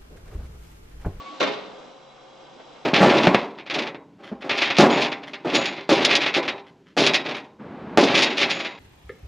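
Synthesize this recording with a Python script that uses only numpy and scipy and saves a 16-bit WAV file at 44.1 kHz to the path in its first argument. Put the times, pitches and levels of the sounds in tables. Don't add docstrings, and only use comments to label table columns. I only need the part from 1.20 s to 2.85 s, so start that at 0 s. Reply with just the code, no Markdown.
import sys
import numpy as np
from scipy import signal
from scipy.fft import rfft, irfft
from scipy.io import wavfile
from scipy.ndimage import uniform_filter1d

SR = 44100
rng = np.random.default_rng(int(sys.argv[2]) if len(sys.argv) > 2 else 0)


def transcribe(signal):
    frames = np.atleast_2d(signal).T
    limited = np.clip(frames, -1, 1)
    pcm = np.round(limited * 32767).astype(np.int16)
    wavfile.write(sys.argv[1], SR, pcm)


N = 72765
TIME_S, BIN_HZ = np.arange(N) / SR, np.arange(N // 2 + 1) * SR / N
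OPPOSITE_SIDES = np.array([[1], [-1]])

# start_s, level_db, tilt_db_per_octave, housing_ring_db
CONTACTS = [(.2006, -16.5, 7.5, -26), (.2030, -3.5, 0.5, -6.5), (.2056, -1.5, 1, 4), (.2128, 2.5, 0, -0.5),
            (.2275, -1, 2, -1), (.2385, -5, 0, 0), (.2525, -9.5, -1.5, -3.5), (.2640, -8, 1, -4.5),
            (.2735, -5.5, 0.5, -9.5), (.2825, -8.5, 0, -17), (.320, -20, 4.5, -13), (.333, -15, 3, -4),
            (.612, -27, -2.5, 1)]
# frequency_hz, level_db
CRACK_SPECTRUM = [(90, -55), (140, -7.5), (240, -1.5), (600, 4), (780, -1.5), (1100, 1), (1700, -7.5),
                  (2600, -5.5), (4000, -9.5), (4800, -18), (6500, -28.5), (8100, -43), (9000, -56)]
# centre_hz, width_hz, boost_db
PANEL_RESONANCES = [(1843, 100, 6), (2154, 92, 7), (2270, 77, 1), (2890, 200, 3), (3627, 130, 7.5),
                    (3986, 40, 9), (4670, 94, 6), (5240, 220, 7.5), (5920, 130, 10.5), (6450, 74, 6),
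                    (6630, 130, 7), (7200, 110, 6), (7400, 90, 10), (8130, 100, 15)]


def undb(db):
    return 10 ** (np.asarray(db) / 20)


def over_hz(points):
    hz, value = np.array(points).T
    return np.interp(np.log(BIN_HZ + 1e-9), np.log(hz), value)


def over_time(points):
    return np.interp(TIME_S, *np.array(points).T)


def noise(spectrum, resonances=(), side_db=-14):
    peaks_db = sum(boost / (1 + (2 * (BIN_HZ - hz) / width) ** 2) for hz, width, boost in resonances)
    mid, side = irfft(rfft(rng.standard_normal((2, N))) * undb(over_hz(spectrum) + peaks_db), N)
    return (mid + undb(side_db) * side * OPPOSITE_SIDES) / mid.std()


def wander(rate_hz):
    hold = int(SR / rate_hz)
    steps = np.repeat(rng.standard_normal(N // hold + 1), hold)
    drift = uniform_filter1d(uniform_filter1d(steps, hold), hold)[:N]
    return drift / drift.std()


def decay(t60_s, start_s=0):
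    return np.exp(-np.log(1000) * np.maximum(TIME_S - start_s, 0) / t60_s)


def tilt(sound, db_per_octave):
    octaves = np.log2(np.maximum(BIN_HZ, 200) / 1000)
    return irfft(rfft(sound) * undb(db_per_octave * octaves), N)


def ventilation(flutter_db=0.5, fan_waver=0.35):
    # frequency_hz, level_db
    air_spectrum = [(25, -10), (105, -16.5), (150, -7.5), (270, -0.5), (450, -0.5), (800, 1), (1250, -5),
                    (1800, -13.5), (3000, -10.5), (3900, -10.5), (4400, -19.5), (5100, -18.5), (6500, -23),
                    (8200, -29.5), (8800, -49.5)]
    # time_s, level_db
    air_level = [(0, -49.5), (.6, -46.5), (.9, -51.5), (1.2, -49.5), (1.65, -48)]
    # centre_hz, width_hz, boost_db
    duct_resonances = [(494.5, 90, 2.5), (767, 8.3, 6.5), (1194, 17, 8), (1525, 19, 8), (2160, 21, 9.5),
                       (3310, 28, 9), (3930, 29, 10), (4940, 100, 9), (5360, 61, 5.5), (5800, 30, 11)]
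    # pitch_hz, level_db
    fan_tones = [(136, -64), (533, -54), (748, -61.5)]
    fan = 0
    for hz, db in fan_tones:
        waver = 1 + fan_waver * (wander(30.96) + 1j * wander(30))
        fan += undb(db) * np.real(waver * np.exp(2j * np.pi * hz * TIME_S))
    rush_gain = undb(over_time(air_level) + flutter_db * wander(14.2))
    return rush_gain * noise(air_spectrum, duct_resonances) + fan


def panel_slide(squeak_hz=1126, wobble=0.006, octave_db=-48.5, rub_db=-46):
    # time_s, level_db
    squeak_level = [(0, -37.5), (.015, -39.5), (.042, -51), (.065, -39.5), (.115, -42), (.17, -48),
                    (.2, -69)]
    # frequency_hz, level_db
    rub_spectrum = [(100, -27), (140, -22.5), (300, 7), (420, -10.5), (700, 0), (1300, -6.5), (1900, -11.5),
                    (3400, -6.5), (4000, -9), (5000, -16.5), (8000, -28), (9000, -63)]
    phase = 2 * np.pi * np.cumsum(squeak_hz * (1 + wobble * wander(160))) / SR
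    squeak = undb(over_time(squeak_level)) * np.sin(phase)
    flare = np.exp(-((TIME_S - 0.075) / 0.019) ** 2)
    octave = undb(octave_db) * flare * np.sin(2 * phase)
    rub = undb(rub_db) * noise(rub_spectrum)
    return decay(0.97, start_s=CONTACTS[0][0]) * (np.sqrt(2) * (squeak + octave) + rub)


def panel_clack(housing_db=-32, crack_db=-21, contact_s=0.00074, bass_cut_hz=120):
    # pitch_hz, relative_level_db, t60_s
    housing_modes = [(257, -3.5, 0.51), (287.05, -4.5, 0.47), (393, -7.5, 0.34), (421.7, -12, 1),
                     (501.1, 9, 0.21), (572.5, 9.5, 0.15), (612, 1.5, 0.4), (669, -11, 0.85),
                     (826, -13, .45), (1005.5, -10.5, 0.41), (1115, -7.5, 0.26), (1377.4, 3, 0.11),
                     (2110, -16, 0.6), (2440, -10, 0.39)]
    room = tile_reflections()
    ring = sum(undb(housing_db + db) * np.sin(2 * np.pi * hz * TIME_S) * decay(t60_s)
               for hz, db, t60_s in housing_modes)
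    attack = np.minimum(TIME_S / contact_s, 1)
    clack = np.zeros((2, N))
    for start_s, level_db, db_per_octave, ring_db in CONTACTS:
        crack = undb(crack_db) * noise(CRACK_SPECTRUM, PANEL_RESONANCES) * decay(t60_s=0.097)
        hit = tilt((undb(ring_db) * ring + crack + room) * attack, db_per_octave)
        onset = int(start_s * SR)
        clack[:, onset:] += undb(level_db) * hit[:, :N - onset]
    return signal.sosfilt(signal.butter(4, bass_cut_hz, "high", fs=SR, output="sos"), clack)


def tile_reflections(room_db=-31.5, build_s=0.0045):
    # band_hz, t60_s
    room_decay = [(150, 1.0), (450, 1), (1000, 0.82), (2500, 0.57), (4500, 0.66), (8000, 0.13)]
    wash, tail = rfft(noise(CRACK_SPECTRUM, PANEL_RESONANCES)), 0
    for band_hz, t60_s in room_decay:
        band = over_hz([(hz, hz == band_hz) for hz, _ in room_decay])
        tail += irfft(wash * band, N) * decay(t60_s)
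    build_up = 1 - np.exp(-TIME_S / build_s)
    return undb(room_db) * tilt(tail, db_per_octave=-0.58) * build_up


def scuffs():
    # peak_s, half_width_s, level_db
    swells = [(1.407, 0.025, -47), (1.565, 0.016, -50)]
    # frequency_hz, level_db
    scuff_spectrum = [(100, -33), (250, -7), (650, 4), (1400, -8), (2200, -13), (4000, -14), (8000, -53)]
    envelope = sum(undb(db) * np.exp(-((TIME_S - peak_s) / half_width_s) ** 2)
                   for peak_s, half_width_s, db in swells)
    return noise(scuff_spectrum) * envelope


def scene():
    return panel_slide() + panel_clack() + scuffs() + ventilation()


def record(dry, widen_s=0.001578, widen_db=-6, top_hz=9000):
    delayed = irfft(rfft(dry.mean(axis=0)) * np.exp(-2j * np.pi * BIN_HZ * widen_s), N)
    wide = dry + undb(widen_db) * delayed * OPPOSITE_SIDES
    return signal.sosfilt(signal.ellip(10, .2, 70, top_hz, fs=SR, output="sos"), wide)


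dry = scene()
out = record(dry)
transcribe(out)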